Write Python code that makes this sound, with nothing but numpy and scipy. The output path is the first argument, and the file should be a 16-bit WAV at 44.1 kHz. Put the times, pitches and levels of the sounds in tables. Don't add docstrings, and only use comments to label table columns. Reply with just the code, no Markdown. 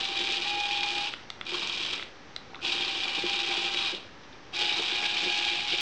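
import sys
import numpy as np
from scipy import signal
from scipy.fft import rfft, irfft
from scipy.io import wavfile
from scipy.ndimage import uniform_filter1d

SR = 44100
rng = np.random.default_rng(int(sys.argv[2]) if len(sys.argv) > 2 else 0)


def generate_wav(sig):
    pcm = np.round(np.clip(np.atleast_2d(sig).T, -1, 1) * 32767).astype(np.int16)
    wavfile.write(sys.argv[1], SR, pcm)


def decibels_to_gain(level_db):
    exponent = np.asarray(level_db, float) / 20
    return 10 ** exponent


N = 256200

# time in seconds, level in dB.
RUN_EFFORT = [
    [(0, -27.5), (.09, -31.5), (.25, -28), (.66, -32.5), (.98, -30), (1.056, -31), (1.13, -42.5),
     (1.22, -54)],
    [(1.452, -45), (1.47, -37), (1.552, -30), (1.62, -33), (1.94, -30.5), (2.0, -39.5), (2.034, -43),
     (2.1, -57)],
    [(2.58, -79), (2.62, -40.5), (2.65, -28.5), (2.93, -31.5), (3.5, -29), (3.89, -29), (3.956, -41),
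     (4.06, -52.5)],
    [(4.5, -70), (4.52, -59), (4.538, -32), (4.6, -26.5), (4.76, -28.5), (5.54, -27), (5.65, -30.5),
     (5.81, -28)],
]
# time in seconds, pitch in Hz, level in dB.
MOTOR_WHINE = [
    [(0, 788, -43), (0.184, 789, -44), (0.424, 795, -48.5), (0.44, 789, -68)],
    [(0.45, 819, -41), (0.578, 820.4, -34.5), (0.744, 813.3, -38.5), (1.05, 819, -37.5),
     (1.1, 820.5, -53.5)],
    [(2.63, 795, -47.5), (2.96, 787.5, -48), (3.08, 783.5, -44.5), (3.194, 803, -43.5),
     (3.716, 794.4, -44.5), (3.956, 786, -52), (3.98, 830, -57)],
    [(4.57, 834, -42), (4.62, 831, -43), (4.7, 835, -45.5), (4.9, 823, -48.5), (5.04, 823, -41),
     (5.11, 824.5, -47), (5.438, 824, -42.5), (5.81, 822, -48.5)],
]
# time in seconds, pitch in Hz, level in dB.
TWIN_WHINE = [
    [(0.46, 868.7, -56), (0.692, 845.7, -48), (1.08, 865, -53)],
    [(4.53, 730, -56), (4.572, 731, -46), (4.668, 741, -48), (4.984, 734.7, -49), (5.5, 730, -49.5),
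     (5.81, 730, -52)],
]
# frequency in Hz, level in dB per Hz.
SHELL_COLOUR = [(880, -37), (1500, -11.5), (1620, -12), (1720, -14), (2090, -14.5), (2350, -2),
                (2960, -1.5), (3200, -1), (3770, -2.5), (4230, -7), (4900, -8), (6040, -19.5),
                (8430, -30.5), (9540, -57), (12400, -66), (21000, -120)]
# frequency in Hz, width in Hz, level in dB.
SHELL_MODES = [(2420, 130, -3), (2890, 80, -5), (3260, 100, -2), (3830, 110, 0), (4430, 90, -6)]
# frequency in Hz, level in dB per Hz.
SCRAPE_COLOUR = [(450, -11), (600, -0.5), (950, 6.5), (1250, 6), (1600, -4.5), (2000, 6), (2400, -21.5)]
# frequency in Hz, width in Hz, level in dB.
BOARD_MODES = [(200, 60, -14), (350, 62, 0), (410, 70, -7), (496, 40, -11)]
# time in seconds, peak in dB, ring in Hz.
HARD_KNOCKS = [(0.052, -13.5, 3580), (0.1054, -26, 3050), (0.206, -10.5, 3470), (0.2898, -15, 2520),
               (0.3584, -14, 3810), (0.4129, -21, 2390), (0.4725, -13, 2540), (0.6598, -14.5, 2670),
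               (0.71, -10, 2507), (0.7821, -19.5, 2500), (0.8323, -10.5, 2415), (1.0725, -14, 2667),
               (2.6498, -9, 3320), (2.721, -9.5, 3170), (2.8087, -10.5, 3630), (2.879, -11, 3800),
               (2.969, -16, 3670), (3.035, -10.5, 3460), (3.1495, -11, 2920), (3.2644, -9, 3023),
               (3.3413, -15, 2740), (3.5138, -9, 2324), (3.6475, -13.5, 2710), (4.6135, -21.5, 2902),
               (4.657, -21.5, 3330), (4.7408, -37, 3380), (5.1729, -11.5, 3100), (5.2354, -10.5, 3090),
               (5.2934, -20.5, 3227), (5.4856, -10, 2320)]
# time in seconds, blow in dB, rumble in dB.
BUMPS = [(0.21, -31, -44), (.488, -41, -55), (.584, -50, -39.5), (.978, -54, -40), (1.522, -6, -44),
         (1.554, -50, -42), (1.976, -53, -35), (2.695, -28, -33), (2.88, -37, -47), (3.186, -25, -35.5),
         (3.239, 0, -54), (3.496, -15, -55), (3.576, -9, -56), (3.755, -15, -62), (3.945, -41, -31),
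         (3.979, -45, -36.5), (4.635, -43, -36), (4.8, -14, -31), (5.24, -34.5, -36), (5.272, -30, -34),
         (5.543, -41, -50), (5.736, -39, -33.5)]
# time in seconds, peak in dB, upper ring in Hz, lower rings in dB,
# bright rings in dB.
CLICKS = [
    (1.1375, -23.5, 2960, 3.5, -24),
    (1.3025, -23, 3720, -2, 14.5),
    (1.4117, -22, 3430, 3.5, -18),
    (1.996, -31, 3390, 9, -11),
    (2.0261, -25.5, 3540, -1.5, -15),
    (2.363, -20.5, 3920, -5.5, 11),
    (2.5456, -33.5, 3666, 5.5, -4),
    (2.556, -30, 3700, -9, -6),
]
# frequency in Hz, time to fall 60 dB in seconds.
LOWER_RINGS = [(1350, 0.0041), (2100, 0.0051), (2800, 0.0061)]
# frequency in Hz, level in dB per Hz.
HISS_COLOUR = [(12, -18.5), (20, -8), (27, -10.5), (89, -8.5), (189, -9), (285, -6.5), (558, -10.5),
               (704, -15.5), (761, -8.5), (822, -12), (1740, -14), (5410, -23.5), (5840, -26.5),
               (9540, -56), (12400, -92.5), (21000, -120)]
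# frequency in Hz, rms level in dB.
HUM = [(775, -70), (1712, -74), (5706, -73), (6293, -77)]
# frequency in Hz, time to fall 60 dB in seconds.
ROOM_DECAY = [(300, 0.26), (1000, 0.38), (3000, 0.35), (6000, 0.18), (9000, 0.31)]
# time in seconds, peak in dB, pitch in Hz.
CREAKS = [(2.533, -38.5, 870), (2.549, -39, 1380), (2.562, -36, 1130), (2.576, -45, 1150),
          (2.59, -39, 1310), (2.602, -41, 1460)]
# frequency in Hz, time to fall 60 dB in seconds.
EDGE_RINGS = [(700, 0.013), (4450, 0.004), (5800, 0.0036), (7800, 0.0024)]
# start in seconds, once-a-turn beat in dB, then lone strikes,
# drumming and scrape in dB against effort.
GAITS = [
    (0, 4, -20.5, -17, -17.5),
    (1.3, 6, -17, -14, -17.5),
    (2.3, 2, -22, -16.5, -16.5),
    (4.3, 0, -23, -19.5, -18.5),
    (5.3, -4, -22.5, -22, -20.5),
]
# start in seconds, 2nd overtone in dB, 3rd overtone in dB,
# roughness from 0 to 1.
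LOADS = [(0, -14, -10, .15), (.445, -19, -3, .05), (2, -14, -3, .45), (3.15, -12, -1, .35),
         (4.3, -12, -7, .4), (4.9, -4, -7, .22), (5.64, -14, -7, .25)]
# start of a round in seconds, level in dB.
LIMPS = [(1.467, -34), (1.5417, -17), (1.6199, -18), (1.6967, -17), (1.7739, -21), (1.8489, -21.5),
         (1.931, -23)]
# delay in seconds, level in dB, ring in Hz, treble in dB, low in dB.
LIMP_FIGURE = [
    (0, 3, 3260, -29, -9.5),
    (0.0317, -4, 3700, -29, -12.5),
    (0.052, -29.5, 2750, -19, -19),
]
CASE_DB = [4.5, 4.5, -0.5, 4.5, -15, -12, -21, -24]
# time in seconds, peak in dB, ring in Hz.
MORE_KNOCKS = [(0.6, -15.5, 3550), (0.7536, -22.5, 2620), (0.876, -22.5, 2450), (0.9512, -15, 3300),
               (1.6304, -16.5, 3720), (1.8354, -31, 2830), (2.6285, -26, 2550), (3.17, -18.5, 3003),
               (4.5338, -31, 2740), (2.9518, -14, 2970), (3.7662, -29, 3020), (3.8058, -20.5, 3320),
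               (3.8725, -14, 2930), (3.9469, -20.5, 3620), (4.2353, -36, 3400), (4.3291, -34.5, 3588),
               (5.0372, -12.5, 2203), (5.0633, -29, 2600)]
# start in seconds, level in dB.
FLANK = [
    (0, -30),
    (4.3, -5),
]

TURN_S, TURN_HZ = 1.619, 39.1
THIN_FROM_HZ, THIN_DB, THIN_DB_PER_KHZ = 8200, -110, 9


def evened(x):
    return x / np.sqrt(np.mean(x ** 2) + 1e-20)


def read(points, hz):
    f, value = np.transpose(points)
    return np.interp(np.log(hz + 1), np.log(f + 1), value)


def played(tables, index, rest):
    t, out = np.arange(N) / SR, np.full(N, float(rest))
    for rows in tables:
        rows = np.array(rows)
        on = (t >= rows[0, 0]) & (t <= rows[-1, 0] + .02)
        out[on] = np.interp(t[on], rows[:, 0], rows[:, index])
    return out


def level(tables, index):
    return uniform_filter1d(decibels_to_gain(played(tables, index, -120)), size=200)


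def stepped(rows, index):
    rows = np.array(rows)
    return rows[np.searchsorted(rows[1:, 0], np.arange(N) / SR), index]


def coloured(x, points):
    hz = abs(np.fft.fftfreq(8192, 1 / SR))
    log_gain = np.log(decibels_to_gain(np.maximum(read(points, hz), -100)))
    taps = np.fft.ifft(np.exp(np.conj(signal.hilbert(log_gain)))).real[:2048]
    return signal.oaconvolve(x, taps / np.linalg.norm(taps))[:N]


def ring(x, hz, width):
    r = np.exp(-np.pi * width / SR)
    return 2 * signal.lfilter([1 - r], [1, -r * np.exp(2j * np.pi * hz / SR)], x).real


def ticks(per_s, spread_db):
    when, size, sign = rng.random(N), rng.exponential(1, N), rng.choice([-1., 1.], N)
    return evened((when < per_s / SR) * sign * decibels_to_gain(spread_db * np.minimum(size, 3.2)))


def drift(hz):
    slowness = 1 + (np.fft.rfftfreq(N, 1 / SR) / hz) ** 2
    return evened(irfft(rfft(rng.standard_normal(N)) / slowness, N))


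def train(events):
    out = np.zeros(N)
    for s, db in events:
        out[min(round(s * SR), N - 1)] = decibels_to_gain(db)
    return out


def add(mix, s, sound):
    part = mix[round(s * SR):][:len(sound)]
    part += sound[:len(part)]


def wheel_turn():
    return (np.arange(N) / SR - TURN_S) * TURN_HZ % 1


def gears():
    spot = rng.integers(0, len(SHELL_MODES), N)
    effort = level(RUN_EFFORT, 1)
    beat = .5 - wheel_turn()
    throb = decibels_to_gain(1.52 * drift(45) + 0.21 * drift(260) + stepped(GAITS, index=1) * beat)
    chatter = effort * evened(shell(ticks(1700, spread_db=-1.5) * throb, spot))
    chatter += decibels_to_gain(stepped(FLANK, index=1)) * ring(chatter, 2200, 200)
    sparks = ring(ring(ticks(92, spread_db=3.5) * throb, 5600, 1700), 5600, 1700)
    chatter += decibels_to_gain(stepped(GAITS, index=2)) * effort * evened(sparks)
    return decibels_to_gain(-2.5) * chatter + decibels_to_gain(-20.0) * gear_knocks(spot)


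def gear_knocks(spot):
    t = np.arange(N) / SR
    s, db, hz, treble_db, low_db = knock_rows()
    dying, rattle = decibels_to_gain(-60 * t[:2500] / 0.098), ticks(2500, spread_db=2.5)

    def burst(burst_db):
        blows = train(zip(s, burst_db))
        return rattle * signal.oaconvolve(blows, dying)[:N] + 3.0 * blows

    knocks = shell(burst(db), spot)
    knocks += decibels_to_gain(-15) * ring(ring(burst(db + treble_db), 6000, 2400), 6000, 2400)
    knocks += decibels_to_gain(21) * ring(ring(burst(db + low_db), 1000, 700), 1000, 700)
    for at, peak_db, f in zip(s, db, hz):
        fading = decibels_to_gain(peak_db + 8 - 60 * t[:900] / .025)
        add(knocks, at, fading * np.sin(2 * np.pi * f * t[:900]))
    return knocks


def knock_rows():
    straight = [(s, db, hz, -15, -20.5) for s, db, hz in HARD_KNOCKS + MORE_KNOCKS]
    limping = []
    for s, db in LIMPS:
        for late, step_db, *colour in LIMP_FIGURE:
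            limping.append((s + late, db + step_db, *colour))
    return np.transpose(straight + limping)


def shell(x, spot):
    modes = 0
    for k, (hz, width, db) in enumerate(SHELL_MODES):
        modes = modes + decibels_to_gain(db + 3 * drift(5)) * ring(x * (spot == k), hz, width)
    return coloured(x + decibels_to_gain(6.5) * modes, SHELL_COLOUR)


def boards(x):
    return sum(decibels_to_gain(db) * ring(ring(x, hz, width), hz, 1.62 * width) for hz, width, db in BOARD_MODES)


def wheels():
    effort = level(RUN_EFFORT, 1)
    grit = ticks(1200, spread_db=0.5) * decibels_to_gain(3.2 * drift(40) - 10.5 * wheel_turn())
    scuffs = ticks(900, spread_db=1.5) * decibels_to_gain(2.0 * drift(40) - 4 * wheel_turn())
    scrape = coloured(scuffs, SCRAPE_COLOUR)
    s, blow_db, rumble_db = np.transpose(BUMPS)
    swell = np.bartlett(round(0.038 * SR))
    rumble = signal.oaconvolve(train(zip(s, rumble_db)), swell, "same")
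    rolling = decibels_to_gain(stepped(GAITS, index=3)) * effort + rumble
    dragging = decibels_to_gain(stepped(GAITS, index=4)) * effort
    drumming = decibels_to_gain(-3.5) * rolling * evened(boards(grit))
    blows = decibels_to_gain(21.0) * boards(train(zip(s, blow_db)))
    return drumming + blows + dragging * evened(scrape)


def motor(tables, rough, overtones_db):
    turn = 2 * np.pi * np.cumsum(played(tables, 1, 800) + 1.5 * drift(8)) / SR
    out = np.zeros(N)
    for k, db in enumerate(overtones_db, 1):
        scatter = drift(29) * np.sin(k * turn) + drift(24) * np.cos(k * turn)
        fuzz = np.clip(rough + 0.087 * (k - 1), 0, 1)
        steady = np.sqrt(2 - 2 * fuzz) * np.sin(k * turn + k)
        out += decibels_to_gain(db) * (steady + np.sqrt(fuzz) * scatter)
    return level(tables, 2) * out


def controller():
    out, t = np.zeros(N), np.arange(700) / SR
    chance = rng.random((len(CLICKS), 8))
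    for (s, db, hz, low_db, bright_db), phase in zip(CLICKS, chance):
        levels = db + np.add(CASE_DB, [low_db] * 3 + [0, 0] + [bright_db] * 3)
        rings = LOWER_RINGS + [(hz, .0065)] + EDGE_RINGS
        snap = np.zeros(700)
        for (f, t60), ring_db, p in zip(rings, levels, phase):
            snap += decibels_to_gain(ring_db - 60 * t / t60) * np.sin(2 * np.pi * f * (t + p / 4000))
        snap = snap * (1 - np.exp(-t / 0.00037))
        add(out, s, snap)
        add(out, s + 0.001472, decibels_to_gain(-8) * snap)
    for s, db, hz in CREAKS:
        add(out, s, decibels_to_gain(db + 1.0) * np.sin(2 * np.pi * hz * t[:200]) * np.hanning(200))
    return out


def room(x):
    taps, at = np.zeros(SR // 2), np.arange(260, SR // 2 - 20, 20)
    taps[at + rng.integers(0, 20, at.shape)] = rng.choice([-1., 1.], at.shape)
    hz, t, z = signal.stft(taps, SR, nperseg=256)
    fading = decibels_to_gain(-60 * t / read(ROOM_DECAY, hz)[:, None])
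    tail = signal.istft(z * fading, SR, nperseg=256)[1]
    return signal.fftconvolve(x, tail / np.linalg.norm(tail))[:N]


def hiss():
    hz, t = np.fft.rfftfreq(N, 1 / SR), np.arange(N) / SR
    air = evened(irfft(rfft(rng.standard_normal(N)) * decibels_to_gain(read(HISS_COLOUR, hz)), N))
    lines = sum(np.sqrt(2) * decibels_to_gain(db + 2.1 * drift(3.2)) * np.sin(2 * np.pi * f * t) for f, db in HUM)
    return decibels_to_gain(-49.5) * air + lines


def scene():
    rough = np.clip(stepped(LOADS, index=3), 0, 1)
    whine = motor(MOTOR_WHINE, rough, [0, stepped(LOADS, index=1), stepped(LOADS, index=2)])
    whine = whine + motor(TWIN_WHINE, 0.26, [0])
    toy, hand = gears() + wheels(), controller()
    echoes = room(decibels_to_gain(-7.0) * toy + decibels_to_gain(-18) * whine + decibels_to_gain(-10.0) * hand)
    return (toy + whine + hand + echoes + hiss())[None]


def thinned(x):
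    hz, t, z = signal.stft(x, SR, window="cosine", nperseg=2048)
    band = np.arange(len(hz)) // 5
    power = np.add.reduceat(abs(z) ** 2, np.arange(0, len(hz), 5))[band] / 5
    limit_db = THIN_DB + THIN_DB_PER_KHZ * (band * 5 * hz[1] - THIN_FROM_HZ) / 1000
    limit = decibels_to_gain(2 * limit_db)
    keep = (power > limit[:, None]) | (hz < THIN_FROM_HZ)[:, None]
    return signal.istft(z * keep, SR, window="cosine", nperseg=2048)[1][:N]


def roll_off(x):
    return signal.sosfilt(signal.butter(12, 9690, fs=SR, output="sos"), x)


def record(dry):
    edge = signal.firwin(127, 9400, window=("kaiser", 7), fs=SR)
    heard = thinned(signal.oaconvolve(dry[0], edge, "same"))
    mix = heard[None] - .0022
    return roll_off(mix)


dry = scene()
out = record(dry)
generate_wav(out)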